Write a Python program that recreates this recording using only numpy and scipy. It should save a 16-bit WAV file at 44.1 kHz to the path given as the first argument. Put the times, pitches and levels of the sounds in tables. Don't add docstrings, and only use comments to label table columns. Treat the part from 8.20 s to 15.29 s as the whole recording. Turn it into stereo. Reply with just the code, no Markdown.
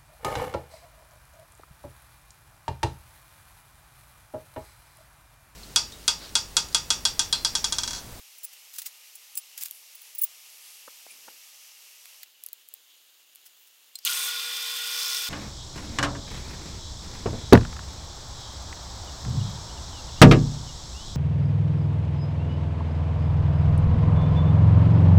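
import sys
import numpy as np
from scipy import signal
from scipy.fft import rfft, irfft, next_fast_len
from scipy.io import wavfile
from scipy.ndimage import map_coordinates

SR = 44100
rng = np.random.default_rng(int(sys.argv[2]) if len(sys.argv) > 2 else 0)


def master(y):
    cut = np.clip(np.atleast_2d(y).T, -1, 1)
    pcm = np.round(cut * 32767)
    wavfile.write(sys.argv[1], SR, pcm.astype(np.int16))


N = 312669

# (frequency [Hz], relative level [dB])
RATTLE_SPECTRUM = [(150, -62), (300, -70), (450, -31), (650, -30.5), (800, -20), (1150, -8.5), (1350, -9),
                   (1570, -9.5), (1800, -7), (2250, -7.5), (2700, -3.5), (3600, -0.5), (5000, -4),
                   (9000, -20.5)]
# (frequency [Hz], relative level [dB])
BELT_SPECTRUM = [(400, -68), (3000, -22), (6000, 8), (7100, 3), (8200, 7.5), (9200, 5.5), (10000, 2),
                 (12500, 4), (15000, 3.5), (16500, -14)]
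# (frequency [Hz], width [Hz], rms level [dB])
GUARD_RESONANCES = [(800, 48, -68), (893, 45, -66), (1079, 42, -54.5), (1950, 190, -53.5),
                    (3150, 225, -47.5), (3510, 255, -50), (4340, 80, -56), (5620, 48, -57), (9065, 96, -56)]
# (time [s], level [dB])
GUARD_SURGES = [(5.90, -35.5), (6.085, -36), (6.108, -38), (6.155, -36)]
# (frequency [Hz], relative level [dB])
CHIP_SPECTRUM = [(300, -62), (1200, -37.5), (3500, -5), (5400, 10), (7000, -1), (10000, -7), (15500, -6)]
# (multiple of HUM_HZ [1], mean level [dB])
HUM_LINES = [(1, -60), (3, -51.5), (4, -58.5), (5, -48.5), (6, -56.5), (7, -52)]
# (multiple of SHAFT_HZ [1], multiples of HUM_HZ added [1], mean level [dB])
WHINE_LINES = [(34, -2, -54), (33, -1, -42), (34, -1, -42), (34, 0, -54), (34, 1, -53.5), (34, 2, -47.5),
               (34, 3, -50), (68, -1, -57), (68, 0, -52.5)]
# (time [s], ring level [dB], length [s], firmness of hold [0-1])
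SCREW_JINGLES = [(0.182, -49, .003, 0.8), (0.232, -39, 0.018, 0.76), (0.953, -44.5, .004, 0.73),
                 (1.153, -39.5, .0022, .9), (1.171, -34, 0.0088, 0.94), (1.183, -43, .007, .85),
                 (1.749, -44.5, 0.0044, 0.2), (1.814, -48.5, .005, .15), (1.949, -38, .004, .2),
                 (1.982, -32, 0.013, 0.3), (2.011, -32, 0.0067, .05), (2.016, -25, 0.0099, 0.02),
                 (2.033, -22, 0.0098, .15)]
# (frequency [Hz], relative level [dB], t60 [s])
STEEL_MODES = [(5270, -28, .05), (7650, -19, .04), (8608, -19, .035), (10600, -9, .055), (10800, -17, .03),
               (15050, -14, .05), (15320, -7, .05), (15510, 0, .05)]
# (time [s], level [dB])
PRESS_CLINKS = [(5.7553, -26.5), (5.853, -22)]
# (frequency [Hz], mean relative level [dB], t60 [s])
CLINK_MODES = [(4180, 6.5, 0.037), (4800, -5, .015), (7340, -2, 0.02), (8150, -2, 0.03),
               (13000, -15, 0.022), (14800, -6, .013)]
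# (frequency [Hz], gain [dB])
SMALL_STEEL_GAIN = [(100, -37), (500, -35), (2000, -16), (4000, -10), (8000, -4.5), (16000, 0)]
# (time [s], rms level [dB], brightness [dB per octave])
HARD_TICKS = [(.2505, -30, 1), (1.1761, -23.5, 0), (1.4360, -23.5, -1.5), (1.4600, -31, -.5),
              (1.485, -40, -4), (1.5113, -28.5, -1), (3.8569, -40.5, -9), (4.0328, -34, -4),
              (4.2383, -32, 0), (4.2639, -28.5, 1), (4.2877, -39.5, -4.5), (4.3316, -29, 2),
              (4.4883, -39, 3), (4.5398, -31.5, 0), (5.151, -46.5, -3), (5.1582, -41.5, -5),
              (5.789, -39, -6.5), (5.8511, -17.5, -4), (5.9167, -29, -1), (6.9475, -26.5, -8)]
# (frequency [Hz], relative level [dB])
TICK_SPECTRUM = [(300, -50), (1500, -26), (3200, -14), (4300, -8.5), (5300, -15), (8000, -4.5),
                 (12000, 0.5), (15500, 5), (17000, -23)]
# (time [s], rms level [dB], half length [s])
HAND_KNOCKS = [(2.681, -43.5, 0.0038), (2.867, -44, .001), (3.084, -45.5, 0.0049)]
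# (frequency [Hz], relative level [dB])
KNOCK_SPECTRUM = [(80, -40), (250, -12.5), (450, -7), (650, -0.5), (1150, -1), (1800, -7.5), (2600, -24),
                  (6000, -60)]
# (time [s], peak of the rms level [dB], rise [s])
GRITTY_SCRAPES = [(.333, -42, .006), (.540, -39, .005), (0.563, -38.5, 0.0073), (0.585, -24, 0.0012),
                  (.619, -34, .001), (.665, -27.5, 0.0053), (1.379, -30, .002), (1.414, -31.5, 0.0056),
                  (1.426, -33, 0.0046), (1.459, -31, 0.0067), (5.265, -44, 0.0081), (5.475, -51, 0.0054)]
# (frequency [Hz], relative level [dB])
SCRAPE_SPECTRUM = [(290, -52), (500, -29), (1060, -20.5), (1600, -11.5), (1870, -12), (4730, -5),
                   (7420, -4), (12700, -3), (16000, 0)]
# (time [s], level [dB], t60 [s], centre [Hz], width [Hz])
SOFT_BANDS = [(1.174, -32, 0.041, 8400, 800), (1.55, -50, 0.43, 10900, 5950), (1.87, -59, 1, 10100, 900),
              (2.47, -54.5, 1.2, 10100, 4000), (2.908, -52, .1, 2390, 250), (2.912, -47.5, 0.1, 9600, 700),
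              (2.93, -70, .45, 400, 700), (3.09, -66, 0.45, 450, 800), (3.42, -59.5, 2.2, 5800, 1610),
              (4.033, -45.5, 0.018, 1900, 500), (4.033, -44.5, 0.018, 4350, 700),
              (4.72, -60, 0.36, 3300, 1250), (5.41, -58, 0.43, 15500, 4000),
              (5.758, -38, 0.017, 4700, 1500), (5.790, -42, .025, 4900, 1500),
              (5.846, -50, 0.14, 4600, 4000)]
# (frequency [Hz], relative level [dB])
BENCH_SPECTRUM = [(250, -37.5), (360, -30), (420, -18), (1000, -9), (1600, -9.5), (2200, -1), (2800, 0.5),
                  (3900, -1.5), (5700, 1.5), (8300, -3), (11000, -3.5), (12600, 0), (14000, -6.5),
                  (16000, -5.5)]
# (frequency [Hz], relative level [dB])
RUSTLE_SPECTRUM = [(100, -43), (340, -15), (430, 2), (850, 3), (1500, -1), (3000, -12.5)]
# (frequency [Hz], mean level [dB])
BENCH_HUM_LINES = [(203, -101), (406, -92.5), (610, -90.5), (820, -83), (1230, -82)]
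# (frequency [Hz], relative level [dB])
PRESS_SPECTRUM = [(150, -40), (270, -17), (550, -13), (900, -12.5), (1800, -10), (2600, -6), (2950, -1.5),
                  (3600, -3), (5800, -8), (6900, -4.5), (8000, -9.5), (11000, -9.5), (12800, -6),
                  (14200, -8.5), (16000, -7.5)]
# (frequency [Hz], t60 [s])
ROOM_DECAY = [(200, 0.13), (2000, 0.064), (15000, 0.055)]
# (frequency [Hz], lead of the right channel [rad])
RIGHT_LEAD = [(2500, 0), (5000, 0), (10000, 0.27), (14500, .45), (16000, .5)]
# (frequency [Hz], side gain [dB])
SIDE_GAIN = [(2000, -63), (4400, -46.5), (8000, -24.5), (15000, -10)]

START_S, SETTLE_S = 5.853, 0.22
HUM_HZ, SHAFT_HZ = 479.85, 119.18
WAVER_DB = 1.25
RATTLE_DB, RATTLE_START_DB, RATTLE_LOAD_DB = -37.5, 6, 1.5
BELT_DB, BELT_SLIP_DB, BELT_LOAD_DB = -39, 7, 1.1
GRIP_S, GRIP_FADE_S = 6.085, 0.02
SLIP_HZ, SLIP_WIDTH_HZ, SLIP_DB = 9220, 600, -40.5
BUZZ_HZ, BUZZ_WIDTH_HZ = 1424, 80
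BUZZ_DB, BUZZ_START_DB = -49.5, 5.5
SURGE_HZ, SURGE_HALF_S = 1437, 0.014
BITE_S, BITE_RISE_S, EASE_S, EASE_FALL_S = 6.62, 0.19, 6.96, 0.045
EASED_FEED, CUT_DB = 0.54, -33.5
CONTACT_DB = -27
HELD_CONTACT_DB, HELD_DULL_DB = 28.5, 19
HELD_RING = .55
TICK_HALF_S, TILT_FROM_HZ = .0008, 2000
SCRAPE_T60_S = 0.067
SOFT_RISE = 0.13
MOVE_S = 4.043
BENCH_DB, RUSTLE_DB, PRESS_DB = -51.5, -74, -57.5
SWELL_DB, SWELL_S, SWELL_HALF_S = 2.0, 2.63, 0.71
TOP_HZ = 15950


def amp(db):
    return 10 ** (np.asarray(db) / 20)


def unit(x):
    return x / np.sqrt(np.mean(x ** 2) + 1e-20)


def clock():
    return np.arange(N) / SR


def along(points, hz):
    f, v = np.transpose(points)
    return np.interp(np.log(hz + 1), np.log(f + 1), v)


def wobble(rate):
    knots = rng.standard_normal(int(N * rate / SR) + 4)
    return map_coordinates(knots, [clock() * rate])


def filtered(x, response):
    n = x.shape[-1]
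    m = next_fast_len(n + 8192)
    spectrum = rfft(x, m) * response(np.fft.rfftfreq(m, 1 / SR))
    return irfft(spectrum, m)[..., :n]


def noise(spectrum, grain_db=0):
    source = rng.standard_normal(N) * amp(grain_db * wobble(1500))
    return unit(filtered(source, lambda hz: amp(along(spectrum, hz))))


def resonance(hz, centre, width):
    return 1j * hz * width / (centre ** 2 - hz ** 2 + 1j * hz * width)


def band(centre, width):
    return unit(filtered(rng.standard_normal(N), lambda hz: resonance(hz, centre, width) ** 2))


def thin(x):
    return filtered(x, lambda hz: amp(along(SMALL_STEEL_GAIN, hz)))


def opens(s, rise):
    return 1 - np.exp(-np.maximum(clock() - s, 0) / rise)


def swell(s, rise, t60):
    t = clock() - s
    return np.exp(np.minimum(t, 0) / rise) * amp(-60 * np.clip(t / t60, 0, 4))


def bump(s, half):
    return np.exp(-((clock() - s) / half) ** 2)


def add(track, s, sound):
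    part = track[round(s * SR):][:len(sound)]
    part += sound[:len(part)]


def feed():
    ramp = lambda s, length: np.clip((clock() - s) / length, 0, 1)
    eased = (1 - EASED_FEED) * ramp(EASE_S, EASE_FALL_S)
    return ramp(BITE_S, BITE_RISE_S) * (1 - eased)


def drive():
    unsettled = 1 - opens(START_S, SETTLE_S)
    slipping = .5 - .5 * np.tanh((clock() - GRIP_S) / GRIP_FADE_S)
    turn = np.sin(2 * np.pi * SHAFT_HZ * clock())

    rattle_db = RATTLE_DB + RATTLE_START_DB * unsettled + RATTLE_LOAD_DB * feed() + 1 * turn
    rattle = amp(rattle_db) * noise(RATTLE_SPECTRUM, grain_db=2.5) * opens(START_S, 0.0049)
    belt_db = BELT_DB + BELT_SLIP_DB * slipping + BELT_LOAD_DB * feed() + 0.96 * turn + 1.3 * wobble(150)
    belt = amp(belt_db) * noise(BELT_SPECTRUM, grain_db=1.5) * opens(START_S, 0.00093)

    guard = sum(amp(db) * band(centre, width) for centre, width, db in GUARD_RESONANCES)
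    buzz = amp(BUZZ_DB + BUZZ_START_DB * unsettled) * band(BUZZ_HZ, BUZZ_WIDTH_HZ)
    surges = sum(amp(db) * bump(s, SURGE_HALF_S) for s, db in GUARD_SURGES)
    song = surges * np.sqrt(2) * np.sin(2 * np.pi * SURGE_HZ * clock())

    slip = amp(-24.5) * swell(5.875, 0.021, 0.061) * band(3100, 1500)
    slip += amp(SLIP_DB) * slipping * band(SLIP_HZ, SLIP_WIDTH_HZ)
    crackle = thin(noise([(100, 1), (16000, 0)], grain_db=7))
    jolt = amp(-17.5) * swell(5.856, 0.0014, 0.048) * (crackle + 0.36 * band(6480, 500))
    return rattle + belt + jolt + opens(START_S, 0.011) * (guard + buzz + song + slip)


def cutting():
    pulse_hz = 131 * (1 + 0.081 * wobble(15))
    bite_db = 2 * np.sin(2 * np.pi * np.cumsum(pulse_hz) / SR)
    return feed() * amp(CUT_DB + bite_db) * noise(CHIP_SPECTRUM, grain_db=4.5)


def motor():
    field = 2 * np.pi * HUM_HZ * clock()
    shaft = 2 * np.pi * np.cumsum(SHAFT_HZ * (1 + 0.000344 * wobble(8))) / SR

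    def line(phase, db):
        level = np.sqrt(2) * amp(db + WAVER_DB * wobble(18))
        return level * np.sin(phase + rng.uniform(0, 2 * np.pi))

    hum = sum(line(round(k) * field, db) for k, db in HUM_LINES)
    whine = sum(line(round(bars) * shaft + round(k) * field, db) for bars, k, db in WHINE_LINES)
    return opens(START_S + 0.015, 0.007) * hum + opens(START_S + 0.054, 0.045) * whine


def screws():
    out, t = np.zeros(N), np.arange(SR // 8) / SR
    for s, db, length, held in SCREW_JINGLES:
        dull_db, contact_db = HELD_DULL_DB * held, CONTACT_DB + HELD_CONTACT_DB * held
        chatter = amp(-60 * np.maximum(t - length, 0) / 0.01) * (1 - np.exp(-t / 0.00061))
        strengths = amp(3.3 * rng.standard_normal(len(t)))
        contacts = rng.standard_normal(len(t)) * strengths * chatter
        ring = np.zeros(len(t))
        for hz, level, t60 in STEEL_MODES:
            decay = amp(-60 * t / (t60 * HELD_RING ** held))
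            mode = signal.fftconvolve(contacts, np.sin(2 * np.pi * hz * t) * decay)[:len(t)]
            octaves_down = min(np.log2(STEEL_MODES[-1][0] / hz), 1)
            ring += amp(level + dull_db * octaves_down) * unit(mode)
        sounding = np.sqrt((length + .005) / t[-1])
        add(out, s, amp(db) * sounding * (ring + amp(contact_db) * unit(contacts)))
    return thin(out)


def clinks():
    out, t = np.zeros(N), np.arange(SR // 8) / SR
    for s, db in PRESS_CLINKS:
        ring = np.zeros(len(t))
        for hz, level, t60 in CLINK_MODES:
            ring += amp(level + rng.normal(0, 1) - 60 * t / t60) * np.sin(2 * np.pi * hz * t)
        crack = 0.85 * amp(-60 * t / 0.012) * rng.standard_normal(len(t))
        add(out, s, amp(db) * (ring + crack))
    return thin(out)


def tap(s, db, length, colour, tilt_db=0):
    out, half = np.zeros(N), SR // 32
    t = np.arange(-half, half) / SR
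    burst = rng.standard_normal(len(t)) * np.exp(-(t / length) ** 2)

    def response(hz):
        octaves_up = np.log2(np.maximum(hz / TILT_FROM_HZ, 1))
        return amp(along(colour, hz) + tilt_db * octaves_up)

    concentration = np.sqrt(length / t[-1])
    add(out, s + t[0], amp(db) * concentration * unit(filtered(burst, response)))
    return out


def taps():
    ticks = sum(tap(s, db, TICK_HALF_S, TICK_SPECTRUM, tilt_db) for s, db, tilt_db in HARD_TICKS)
    knocks = sum(tap(s, db, length, KNOCK_SPECTRUM) for s, db, length in HAND_KNOCKS)
    return ticks + knocks


def scrapes():
    pressure = sum(amp(db) * swell(s, rise, SCRAPE_T60_S) for s, db, rise in GRITTY_SCRAPES)
    return pressure * noise(SCRAPE_SPECTRUM, grain_db=3)


def soft_bands():
    out = np.zeros(N)
    for s, db, t60, centre, width in SOFT_BANDS:
        out += amp(db) * swell(s, SOFT_RISE * t60, t60) * band(centre, width)
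    return out


def air():
    hum = np.zeros(N)
    for hz, db in BENCH_HUM_LINES:
        hum += np.sqrt(2) * amp(db + 2.8 * wobble(6.04)) * np.sin(2 * np.pi * hz * clock())
    hiss_db = BENCH_DB + SWELL_DB * bump(SWELL_S, SWELL_HALF_S) + 0.39 * wobble(15)
    hiss = amp(hiss_db) * noise(BENCH_SPECTRUM, grain_db=1)
    bench = hiss + amp(RUSTLE_DB) * noise(RUSTLE_SPECTRUM) + hum
    press = amp(PRESS_DB + 0.49 * wobble(20)) * noise(PRESS_SPECTRUM, grain_db=1.5)
    flutter = band(2830, 500) * amp(3.9 * wobble(30))
    moved = opens(MOVE_S, .001)
    return (1 - moved) * (bench + amp(-66.0) * flutter) + moved * (press + amp(-73.5) * flutter)


def shop(x):
    hz, t, z = signal.stft(rng.standard_normal(SR // 4), SR, nperseg=256)
    decay = amp(-60 * t / along(ROOM_DECAY, hz)[:, None])
    tail = signal.istft(z * decay, SR, nperseg=256)[1]
    return signal.fftconvolve(x, tail / np.linalg.norm(tail))[:N]


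def scene():
    handling = screws() + scrapes() + soft_bands() + taps() + clinks()
    machine = drive() + cutting()
    steady = machine + air()
    room = shop(amp(-16.5) * handling + amp(-9.5) * machine)
    mid = handling + steady + motor() + room
    side = filtered(shop(steady), lambda hz: amp(along(SIDE_GAIN, hz)))

    def channel(sign):
        shifted = filtered(mid, lambda hz: np.exp(-.5j * sign * along(RIGHT_LEAD, hz)))
        return shifted + sign * side

    return np.array([channel(1), channel(-1)])


def record(dry):
    return filtered(dry, lambda hz: 1 / np.sqrt(1 + (hz / TOP_HZ) ** 200))


dry = scene()
out = record(dry)
master(out)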